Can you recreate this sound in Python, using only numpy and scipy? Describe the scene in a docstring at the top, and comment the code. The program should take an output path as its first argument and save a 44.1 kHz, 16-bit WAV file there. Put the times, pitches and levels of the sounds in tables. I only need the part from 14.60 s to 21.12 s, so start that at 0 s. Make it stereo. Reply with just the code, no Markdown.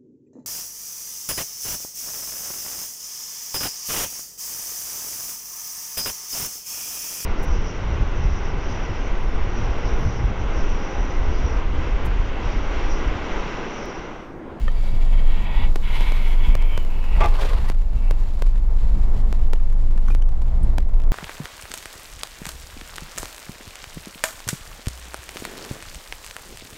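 """Inside a car on a broken country road: the cabin booms, tyres roar, the engine pulls up.
Air hisses in the resonances of a window gap; loose trim knocks, taps and rattles, with one high squeak.
Stray air flutters over the two microphones; pops and ticks crackle in them as the car shakes.
A motorcycle sweeps past over loose grit."""
import sys
import numpy as np
from scipy.fft import rfft, irfft, next_fast_len
from scipy.io import wavfile
from scipy.ndimage import map_coordinates

SR = 44100
rng = np.random.default_rng(int(sys.argv[2]) if len(sys.argv) > 2 else 0)


def to_wav(s):
    """Save 16-bit WAV."""
    ch = np.atleast_2d(s).T  # columns
    pcm = np.round(np.clip(ch, -1, 1) * 32767)  # PCM
    wavfile.write(sys.argv[1], SR, pcm.astype(np.int16))


N = 287532

# left-right likeness: f/Hz, correlation
COHERENCE = [(60, 0.99), (120, 1), (200, 1), (600, 0.99), (3000, 0.99), (8000, 1), (15000, 0.97)]
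# noise spectra: f/Hz, relative density/dB
SHUDDER_SPECTRUM = [(18, -49), (30, 4), (42, -8), (62, -13.5), (85, -20.5), (120, -30.5), (170, -38),
                    (300, -92)]
RUMBLE_SPECTRUM = [(50, -42), (100, 6), (140, -3), (195, 0), (260, -7.5), (350, -11), (600, -36),
                   (1200, -63)]
ROAR_SPECTRUM = [(150, -9), (300, 1), (400, 2.5), (600, 2), (800, 0), (980, -1.5), (1250, -7), (1600, -15),
                 (2200, -16.5), (4000, -55), (9000, -69)]
CRUNCH_SPECTRUM = [(700, -11), (1800, 4), (3000, 0), (4300, -1.5), (5500, -6), (6400, -9), (7150, -3),
                   (8100, -12.5), (11000, -15), (15000, -16)]
SPRAY_SPECTRUM = [(2000, -12), (4000, 19), (5500, 11.5), (7500, 5), (10000, 7.5), (13000, 6), (14600, -2),
                  (16000, -8)]
EDDY_SPECTRUM = [(15, 6.5), (40, -8), (100, -24), (300, -36), (1000, -43), (8000, -63)]
MOTORCYCLE_SPECTRUM = [(150, -10), (400, 14), (700, 10), (1080, 15), (1400, 6), (2300, 3), (3200, 0.5),
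                       (4600, -2.5), (6500, -16), (10000, -15.5), (15000, -20)]

# cabin boom: t/s, level/dB
BOOM_LEVEL = [(0, -13), (.7, -11.5), (.9, -20), (1.1, -10), (1.27, -19.5), (1.45, -12.5), (2.3, -12),
              (2.8, -15.5), (3.3, -15), (4.2, -13.5), (4.8, -14), (5.7, -13.5), (6.5, -12)]
# bumps and potholes: t/s, body shudder/dB, suspension rumble/dB
BUMPS = [(.04, -18, -35), (.35, -22.5, -32.5), (0.549, -15.5, -42), (.76, -31, -36.5), (1.04, -13.5, -34),
         (1.9, -13.5, -32), (2.18, -18, -59), (2.57, -16.5, -54), (2.64, -15.5, -32.5), (2.939, -16.5, -48),
         (3.031, -16, -37), (3.37, -18.5, -38), (4.38, -22, -39.5), (4.579, -20, -33.5), (4.78, -31, -41),
         (5.25, -24, -37.5), (5.36, -25, -38.5), (5.51, -26, -36.5), (6.038, -14, -33), (6.16, -24, -34.5),
         (6.39, -19, -47)]
# road coarseness: t/s, roar/dB
ROAR_LEVEL = [(0, -45.5), (.3, -43.5), (1.04, -41.5), (1.19, -45.5), (1.4, -42.5), (2.35, -44.5),
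              (3.0, -48), (3.19, -51), (3.45, -45), (3.7, -46), (3.92, -48), (4.55, -42.5), (5.05, -48.5),
              (5.45, -47), (5.67, -49), (6.12, -42.5), (6.25, -49.5), (6.45, -44.5)]
# tyre treble: t/s, level/dB
CRUNCH_LEVEL = [(0, -52.5), (2.9, -52.5), (3.2, -57.5), (3.76, -52.5), (3.93, -57), (4.25, -54.5),
                (4.68, -54), (5.03, -58), (5.42, -57.5), (5.65, -62.5), (6.1, -53.5), (6.27, -60.5),
                (6.45, -58.5)]
# engine run: t/s, firing rate/Hz, load/dB
ENGINE_RUN = [(0, 38, -59), (2.6, 42, -47.5), (3.0, 42.53, -41), (3.45, 43.39, -42.5), (3.65, 43.86, -50),
              (3.95, 46.16, -40.5), (4.4, 49.39, -37), (5.2, 52.26, -42), (5.75, 54.45, -43),
              (6.07, 55.62, -36), (6.22, 56.46, -50), (6.5, 57.04, -43)]
# engine harmonics: multiple of firing rate, level/dB
FIRING_ORDERS = [(1, 14.5), (2, -0.5), (3, -12), (4, -13.5)]
# cabin resonances: f/Hz, half-width/Hz, lift/dB
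CABIN_RESONANCES = [(125.5, 6.6, 4.5), (164.2, 6, 7), (199, 7.6, 6.5)]

# window gap modes: f/Hz, nominal width/Hz, level/dB
GAP_RESONANCES = [(923, 106, -6), (1420, 320, -9), (1910, 57, -11.5), (2234, 150, -6), (2654, 114, -9.5),
                  (2990, 140, -9.5), (3304, 110, -10), (3810, 240, -16), (4660, 190, -17.5)]
# gusts at the gap: t/s, rise/s, fall/s, hiss/dB, fine spray/dB, singing f/Hz
GAP_GUSTS = [(.28, 0.33, 0.45, -48.5, -58, 3840), (.58, 0.13, 0.098, -44, -67, 940),
             (.71, 0.061, 0.15, -41, -69, 1940), (.9, 0.12, 0.23, -45, -69, 970),
             (1.055, 0.46, 0.11, -35.5, -59.5, 960), (1.25, 0.13, 0.51, -39, -72, 2250),
             (1.38, 0.22, 0.5, -35.3, -47.5, 2250), (1.52, .15, 0.23, -47, -57, 2250),
             (1.68, .3, .16, -40.5, -51.5, 2250), (1.85, 0.15, 0.27, -40, -57, 2240),
             (2.01, 0.094, .2, -44.5, -64, 2240), (2.14, 0.16, 0.14, -42, -58, 2200),
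             (2.35, 0.12, .15, -48.5, -70, 2600), (2.55, 0.38, 0.24, -44, -60, 2600),
             (3.089, 0.014, 0.032, -40, -45, 930), (3.48, 0.26, 0.17, -51.5, -61, 2630),
             (3.735, 0.052, .15, -67, -60, 3800)]
# upper edge of the hiss: t/s, f/Hz
HISS_EDGE = [(0, 5100), (0.8, 4500), (1.45, 4200), (2.1, 3300), (2.26, 3070), (2.6, 3020), (3.7, 2850)]
# near-whistles: t/s, rise/s, fall/s, level/dB
WHISTLE_SWELLS = [(2.17, .2, .16, -47.5), (2.5, .35, .35, -53), (3.48, .4, .35, -63.5)]
# eddies on the microphones: t/s, rise/s, fall/s, level/dB
EDDY_SWELLS = [(1.45, 0.16, 0.099, -20), (3.06, 0.1, 0.039, -18), (5.2, 0.69, 0.27, -27),
               (5.48, 0.2, 0.17, -19.5)]

# trim taps and a squeak: t/s, level/dB, f/Hz, nominal width/Hz, t60/s
TRIM_TAPS = [(3.239, -40, 550, 150, 0.1), (5.4825, -29, 1120, 600, 0.04), (5.483, -49, 6100, 600, 0.036),
             (5.503, -30, 780, 500, 0.035), (5.507, -45.5, 2440, 80, 0.11),
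             (6.031, -46.5, 8900, 1487, 0.054)]
# fastener clicks: t/s, level/dB
FASTENER_CLICKS = [(4.958, -44), (5.622, -38), (5.6908, -43)]
# fastener and trim modes: f/Hz, level/dB, t60/s
FASTENER_MODES = [(1900, -3, .007), (3020, -1, .011), (5000, -10, .007), (6000, -7, .009),
                  (8500, -13, .006)]
TRIM_MODES = [(555, 4, 0.059), (1235, 0.5, 0.052), (1310, 3.5, 0.044), (1816, 4, 0.053), (2510, -10, 0.048),
              (3100, -7, 0.071), (5830, -25, .03)]
# trim knocks: t/s, ring/dB, ring time factor, scrape/dB, scrape t60/s
TRIM_KNOCKS = [(0.0807, -30.5, 0.75, -48, .035), (5.4807, -47, 0.3, -45, 0.046),
               (5.502, -40, 0.25, -47, 0.24)]
# loose panel modes: f/Hz, width/Hz, level/dB
PANEL_MODES = [(434, 300, -7), (690, 50, 3.5), (822, 24, 6), (885, 65, 2), (1178, 50, -2),
               (1610, 1800, -17), (2030, 220, -14), (2656, 220, -5.5), (3300, 290, -15)]
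# panel slams: t/s, level/dB, favoured f/Hz
PANEL_SLAMS = [(2.578, -29, 900), (2.593, -28, 1200), (2.6058, -16.5, 850), (2.6095, -18.5, 1200),
               (2.615, -18, 1180), (2.622, -18.5, 875), (2.635, -19, 2200), (2.6415, -15, 810),
               (2.649, -19.5, 1180), (2.659, -20, 760), (2.675, -29, 720), (2.722, -31, 700)]
# clearest tick flurries: t/s, level/dB
TICK_FLURRIES = [(2.023, -19.5), (2.249, -22), (2.444, -21.5), (2.686, -17.5), (3.12, -23), (3.148, -27),
                 (3.22, -27), (3.334, -30), (3.868, -25), (3.98, -28), (4.172, -25.5), (4.797, -28.5),
                 (5.001, -30), (5.102, -30), (5.128, -29), (5.311, -30), (5.378, -23.5), (5.623, -27),
                 (5.691, -27.5), (5.72, -31.5), (5.82, -22.5), (6.204, -25.5), (6.228, -29.5), (6.293, -32),
                 (6.341, -27), (6.401, -24), (6.421, -27), (6.439, -25.5)]
# microphone pops: t/s, left/dB, right/dB, left lag/s
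MIC_POPS = [(1.1586, -8.5, -5.5, .0027), (1.4086, -47, -10.5, 0), (1.5215, -8.5, -50, 0),
            (1.9523, -7, -5, .0017), (2.1766, -7.5, -7.5, .00195), (2.659, -11, -8.5, .002),
            (3.1001, -5.5, -30, 0), (3.5095, -8, -7.5, .00185), (3.822, -9, -6.5, .0019),
            (4.7275, -42, -8.5, 0), (4.9337, -10, -5.5, .00215), (5.5498, -9, -52, 0),
            (6.1829, -5.5, -5, .00125)]
# grit under the motorcycle: t/s, rise/s, fall/s, level/dB, f/Hz
GRIT_BURSTS = [(2.793, 0.03, 0.032, -31.5, 900), (2.835, .02, .03, -33, 1150),
               (2.812, 0.025, 0.03, -34, 3000), (2.818, 0.022, 0.055, -28.5, 510),
               (2.853, .025, 0.024, -27.5, 430), (2.857, .025, 0.025, -38, 3400),
               (2.894, 0.043, 0.031, -35, 2070), (2.918, 0.027, 0.05, -32, 474),
               (2.935, .02, .025, -34, 1050), (2.977, .02, 0.03, -40, 1100),
               (3.003, 0.015, .035, -44, 1600), (3.05, 0.041, 0.1, -39, 900)]


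def amp(db):
    """Decibels to gain."""
    return 10 ** (np.asarray(db) / 20)


def unit(x):
    """Scale to rms 1."""
    return x / np.sqrt(np.mean(x ** 2) + 1e-20)


def clock(samples=N):
    """Sample times in seconds."""
    return np.arange(samples) / SR


def along(points, hz):
    """Interpolate (f/Hz, value) points on a log axis."""
    knots_hz, values = np.transpose(points)
    return np.interp(np.log(hz + 1), np.log(knots_hz + 1), values)


def curves(rows):
    """One per-sample curve for each column after the time."""
    times_s, *columns = np.transpose(rows)
    return [np.interp(clock(), times_s, column) for column in columns]


def swell(peak_s, rise_s, fall_s):
    """Gain peaking at 1: up 20 dB in rise_s, down 20 dB in fall_s."""
    t = clock() - peak_s
    return amp(-20 * np.maximum(-t / rise_s, t / fall_s))


def wobble(rate_hz):
    """Smooth random curve, rate_hz knots a second."""
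    knots = rng.standard_normal(int(N * rate_hz / SR) + 4)
    return map_coordinates(knots, [np.arange(N) * rate_hz / SR])


def filtered(x, response):
    """Apply a complex frequency response."""
    size = next_fast_len(N + SR // 2)
    return irfft(rfft(x, size) * response(np.fft.rfftfreq(size, 1 / SR)), size)[..., :N]


def resonance(f, centre_hz, width_hz):
    """Causal band-pass response."""
    return 1j * f * width_hz / (centre_hz ** 2 - f ** 2 + 1j * f * width_hz)


def bell(offset, width):
    """Gaussian weight, 1 at zero offset."""
    return np.exp(-(offset / width) ** 2)


def noise_pair():
    """White noise at two close microphones, nearly alike."""
    def mid_side(f):
        angle = np.arccos(np.clip(along(COHERENCE, f), -1, 1)) / 2
        return np.array([np.cos(angle), np.sin(angle)])
    mid, side = filtered(rng.standard_normal((2, N)), mid_side)
    return np.array([mid + side, mid - side])


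def rush(spectrum):
    """Coloured stereo noise, rms 1."""
    return unit(filtered(noise_pair(), lambda f: amp(along(spectrum, f))))


def add(track, at_s, sound):
    """Mix a sound into a track."""
    start = max(round(at_s * SR), 0)
    span = track[start:start + len(sound)]
    span += sound[:len(span)]


def ride(boom_hz=21, sway_db=2, upset_db=-15, shake_db=-24.5, shake_db_per_s=0.11):
    """The lowest cabin mode booms; bumps break it up, shake the body and rumble in the suspension."""
    t = clock()
    bump_power = sum(np.outer(amp(levels_db), swell(at_s, rise_s=0.16, fall_s=0.11)) ** 2
                     for at_s, *levels_db in BUMPS)
    shudder, rumble = np.sqrt(bump_power)
    boom = np.sqrt(2) * np.sin(2 * np.pi * np.cumsum(boom_hz * (1 + 0.1402 * wobble(12))) / SR)
    boom_gain = amp(curves(BOOM_LEVEL)[0] + sway_db * wobble(7)) * np.minimum(t / 0.05, 1)
    boom_gain /= np.hypot(1, shudder / amp(upset_db))
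    shudder = np.hypot(shudder, amp(shake_db + shake_db_per_s * t))  # grows with speed
    rumble = np.hypot(rumble, amp(curves(ROAR_LEVEL)[0] + 3.5))  # follows the road
    return boom_gain * boom + shudder * rush(SHUDDER_SPECTRUM) + rumble * rush(RUMBLE_SPECTRUM)


def tyres(coarse_db=1, crunch_gain_db=-1, patchy_db=1.88, grain_db=2):
    """Tyres roar on coarse asphalt; the tread crunches over fine grit."""
    roar = amp(curves(ROAR_LEVEL)[0] + coarse_db * wobble(60)) * rush(ROAR_SPECTRUM)
    crunch_db = curves(CRUNCH_LEVEL)[0] + crunch_gain_db + patchy_db * wobble(25)
    crunch = unit(rush(CRUNCH_SPECTRUM) * amp(grain_db * wobble(350)))
    return roar + amp(crunch_db) * crunch


def engine(unsteady_db=2, imbalance=0.24, waver_hz=9):
    """Low orders pass the bulkhead, lifted by load and cabin modes; unequal cylinders make them beat."""
    firing_hz, load_db = curves(ENGINE_RUN)
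    phase = 2 * np.pi * np.cumsum(firing_hz) / SR + 0.12 * wobble(10)
    out = np.zeros(N)
    for order, db in FIRING_ORDERS:
        lift_db = sum(peak_db / (1 + ((order * firing_hz - hz) / half_width_hz) ** 2)
                      for hz, half_width_hz, peak_db in CABIN_RESONANCES)
        beat = 1 + imbalance * np.sin(phase / 4 + rng.uniform(0, 2 * np.pi))
        gain = amp(load_db + db + lift_db + unsteady_db * wobble(waver_hz))
        out += gain * beat * np.sin(order * phase + rng.uniform(0, 2 * np.pi))
    return np.sqrt(2) * out


def draught(steady_db=-52.5, fade_from_s=1.6, lull_s=1.155, sing_db=4.5, flutter_db=1.34, leak=0.035):
    """Gusts hiss in the window gap's modes, with one lull; upper modes fade as the jet slows."""
    t = clock()
    edge_hz, = curves(HISS_EDGE)
    *_, hiss_db, spray_db, sung_hz = np.transpose(GAP_GUSTS)
    gust_power = np.array([swell(*gust[:3]) ** 2 for gust in GAP_GUSTS])
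    steady = amp(steady_db - 20 * np.maximum(t - fade_from_s, 0) / 0.53)
    lull = 1 - np.exp(-((t - lull_s) / 0.078) ** 4)
    hiss = np.zeros(N)
    for hz, width_hz, db in GAP_RESONANCES:
        mode = unit(filtered(rng.standard_normal(N), lambda f: resonance(f, hz, 2 * width_hz) ** 2))
        mode = map_coordinates(mode, [np.cumsum(1 + 0.012 * wobble(7))], mode="mirror")  # pitch drift
        lift_db = sing_db * sum(bell(hz - k * sung_hz, 150) for k in (1, 2))
        flow = np.sqrt(amp(hiss_db + lift_db) ** 2 @ gust_power + steady ** 2)
        rolloff = leak + (1 - leak) / np.sqrt(1 + (hz / edge_hz) ** 30)
        edge_db = 4 * bell(hz - edge_hz + 350, 350)  # the mode just under the edge nearly whistles
        hiss += amp(db + edge_db + wobble(4.94)) * rolloff * flow * mode
    spray = np.sqrt(amp(spray_db) ** 2 @ gust_power) * rush(SPRAY_SPECTRUM)
    return (lull * hiss + spray) * amp(flutter_db * wobble(44.75))


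def whistle(below_edge_hz=150, width_hz=100):
    """The jet almost whistles: a narrow, breathy band sliding down with the hiss edge."""
    edge_hz, = curves(HISS_EDGE)
    breath = unit(filtered(rng.standard_normal((2, N)), lambda f: 1 / (1 + (f / width_hz) ** 2)))
    phase = 2 * np.pi * np.cumsum(edge_hz - below_edge_hz) / SR
    gain = sum(amp(db) * swell(*timing_s) for *timing_s, db in WHISTLE_SWELLS)
    return gain * (breath[0] * np.cos(phase) + breath[1] * np.sin(phase))


def sizzle(level_db=-63, centre_hz=14600, width_hz=1700, flicker_db=4):
    """A thin, flickering band swells and fades above the hiss."""
    band = filtered(noise_pair(), lambda f: resonance(f, centre_hz, width_hz) ** 3)
    gain = amp(level_db) * swell(peak_s=2.12, rise_s=3.4, fall_s=1.5)
    return gain * unit(band * amp(flicker_db * wobble(130)))


def eddies():
    """Stray air tumbles over the microphones: low flutter, independent on each side."""
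    gain = sum(amp(db) * swell(*timing_s) for *timing_s, db in EDDY_SWELLS)
    return gain * unit(filtered(rng.standard_normal((2, N)), lambda f: amp(along(EDDY_SPECTRUM, f))))


def trim_taps(attack_s=0.00048):
    """Trim gives short band-limited knocks and rings, plus one high squeak."""
    out, t = np.zeros(N), clock(SR // 5)
    for at_s, db, hz, width_hz, t60_s in TRIM_TAPS:
        band = unit(filtered(rng.standard_normal(N), lambda f: resonance(f, hz, width_hz) ** 2))
        envelope = amp(db - 60 * t / t60_s) * (1 - np.exp(-t / attack_s))
        add(out, at_s, envelope * band[SR:SR + len(t)])
    return out


def clicks(flight_s=0.0015, loss_db=4, contacts=3):
    """A loose fastener makes quick contacts, each with a short, bright ring."""
    out, t = np.zeros(N), clock(SR // 20)
    for at_s, db in FASTENER_CLICKS:
        for k in range(contacts):
            ring = sum(amp(mode_db + rng.normal(0, 1.7) - 60 * t / t60_s)
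                       * np.sin(2 * np.pi * hz * rng.normal(1, 0.017) * t)
                       for hz, mode_db, t60_s in FASTENER_MODES)
            add(out, at_s + flight_s * (k + rng.uniform(-0.3, 0.3)), amp(db - loss_db * k) * ring)
    return out


def knocks(tap_gain_db=-2, cutoff_hz=2500):
    """Plastic trim taps, with new mode strengths each time, and scrapes as it slides back."""
    taps, scrape_gain, t = np.zeros(N), np.zeros(N), clock(SR // 4)
    for at_s, db, ring_factor, scrape_db, scrape_t60_s in TRIM_KNOCKS:
        ring = sum(amp(mode_db + rng.uniform(-1.4, 3.6) - 60 * t / (t60_s * ring_factor))
                   * np.sin(2 * np.pi * hz * t) for hz, mode_db, t60_s in TRIM_MODES)
        add(taps, at_s, amp(db + tap_gain_db) * ring)
        add(scrape_gain, at_s, amp(scrape_db - 60 * t / scrape_t60_s))
    rough = noise_pair() * amp(1.9 * wobble(910))
    friction = unit(filtered(rough, lambda f: 1 / (1 + 1j * f / cutoff_hz)))
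    return taps + scrape_gain * friction


def rattle(gain_db=-1, chatter_t60_s=0.052, chatter_db=3, strike_db=-5, rasp_db=-6, favour_db=4):
    """A loose panel slams repeatedly: a hard strike, then chatter, favouring one resonance region."""
    out, t = np.zeros(N), clock(SR // 4)
    f = np.fft.rfftfreq(len(t), 1 / SR)
    damping = 1 / (1 + 1j * f / 4500) ** 2
    decay = amp(-60 * t / chatter_t60_s)
    decay_rms = np.sqrt(np.mean(decay ** 2))
    for at_s, db, favoured_hz in PANEL_SLAMS:
        chatter = decay * rng.standard_normal(len(t)) * amp(chatter_db * wobble(647)[:len(t)])
        strike = rng.choice([-1, 1]) * amp(strike_db) * np.linalg.norm(chatter)
        force = (rfft(chatter) + strike) * damping
        panel = sum((-1) ** k * amp(mode_db + favour_db * bell(hz - favoured_hz, 350))
                    * resonance(f, hz, width_hz) for k, (hz, width_hz, mode_db) in enumerate(PANEL_MODES))
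        ring = unit(irfft(force * panel, len(t)))
        rasp = unit(irfft(force * resonance(f, 1260, 1600), len(t)))
        add(out, at_s, amp(db + gain_db) * decay_rms * (ring + amp(rasp_db) * rasp))
    return out


def pop_shape(rise_s, settle_s, swing, swing_hz, swing_decay_s):
    """A sudden step that swings back and settles."""
    t = clock(SR // 30)
    backswing = swing * np.exp(-t / swing_decay_s) * np.sin(2 * np.pi * swing_hz * t)
    return (np.exp(-t / settle_s) - backswing) * (1 - np.exp(-t / rise_s))


def ticks(gain_db=1, spread_s=0.005, loss_db=2.5, per_flurry=4, faint_from_s=1.5, faint_count=45):
    """Flurries of tiny microphone pops, scattered differently on each side, with faint ones between."""
    out = np.zeros((2, N))
    shape = pop_shape(rise_s=28e-6, settle_s=0.00035, swing=0.19, swing_hz=300, swing_decay_s=0.00072)
    faint_s = rng.uniform(faint_from_s, N / SR, faint_count)
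    faint_db = rng.normal(-38, 3, faint_count)
    for at_s, db in [*TICK_FLURRIES, *zip(faint_s, faint_db)]:
        for side in out:
            for k, offset_s in enumerate(spread_s * (rng.random(per_flurry) - 0.5)):
                add(side, at_s + offset_s, rng.choice([-1, 1]) * amp(db + gain_db - loss_db * k) * shape)
    return out


def pops(pressure, gain_db=0.5):
    """Pops strike one microphone, or both a moment apart, against the cabin's pressure swing."""
    out = np.zeros((2, N))
    shape = pop_shape(rise_s=20e-6, settle_s=0.002, swing=3.4, swing_hz=208, swing_decay_s=0.00074)
    for at_s, left_db, right_db, lag_s in MIC_POPS:
        pop = -np.sign(pressure[round(at_s * SR)]) * amp(gain_db) * shape
        add(out[0], at_s + lag_s, amp(left_db) * pop)
        add(out[1], at_s, amp(right_db) * pop)
    return out


def grit(gain_db=-1, grains_per_s=1800, spread_db=2.6, width_ratio=0.51):
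    """Loose grit crunches beside the car in bursts, each a dense shower of dull grains."""
    out = np.zeros(N)
    for *timing_s, db, hz in GRIT_BURSTS:
        impulses = (rng.random(N) < grains_per_s / SR) * rng.choice([-1, 1], N)
        grains = impulses * amp(spread_db * rng.standard_normal(N))
        shower = filtered(grains, lambda f: resonance(f, hz, width_ratio * hz) * resonance(f, 840, 4500))
        out += amp(db + gain_db) * swell(*timing_s) * unit(shower)
    return out


def motorcycle(pass_s=2.825, pass_db=-36.5, gap_m=1.56, closing_m_per_s=13.2, firing_hz=27):
    """Tyres and exhaust sweep by in a gritty rush, throbbing with the single cylinder."""
    t = clock()
    distance_m = np.hypot(gap_m, closing_m_per_s * (t - pass_s))
    ahead_s, behind_s = 2.31, 3.09  # the car's body screens it outside this span
    screen_db = 45 * np.maximum(ahead_s - t, 0) + 150 * np.maximum(t - behind_s, 0)
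    phase = 2 * np.pi * np.cumsum(firing_hz * (1 + 0.075 * wobble(9.1))) / SR
    throb = 1 + 0.25 * np.sin(phase)
    gritty = unit(rush(MOTORCYCLE_SPECTRUM) * amp(2 * wobble(300) + 1.7 * wobble(45)))
    return amp(pass_db - screen_db) * gap_m / distance_m * throb * gritty


def scene():
    """Stereo mix behind the windscreen."""
    car = ride() + tyres() + engine() + draught() + whistle() + sizzle()
    car += rattle() + knocks() + clicks() + trim_taps()
    return car + motorcycle() + grit() + pops(pressure=car[0]) + ticks() + eddies()


def record(dry, low_hz=8, top_hz=15600):
    """Band limit: drops the deepest sway, cuts the top treble steeply."""
    return filtered(dry, lambda f: (f > low_hz) / np.sqrt(1 + (f / top_hz) ** 90))


dry = scene()
out = record(dry)
to_wav(out)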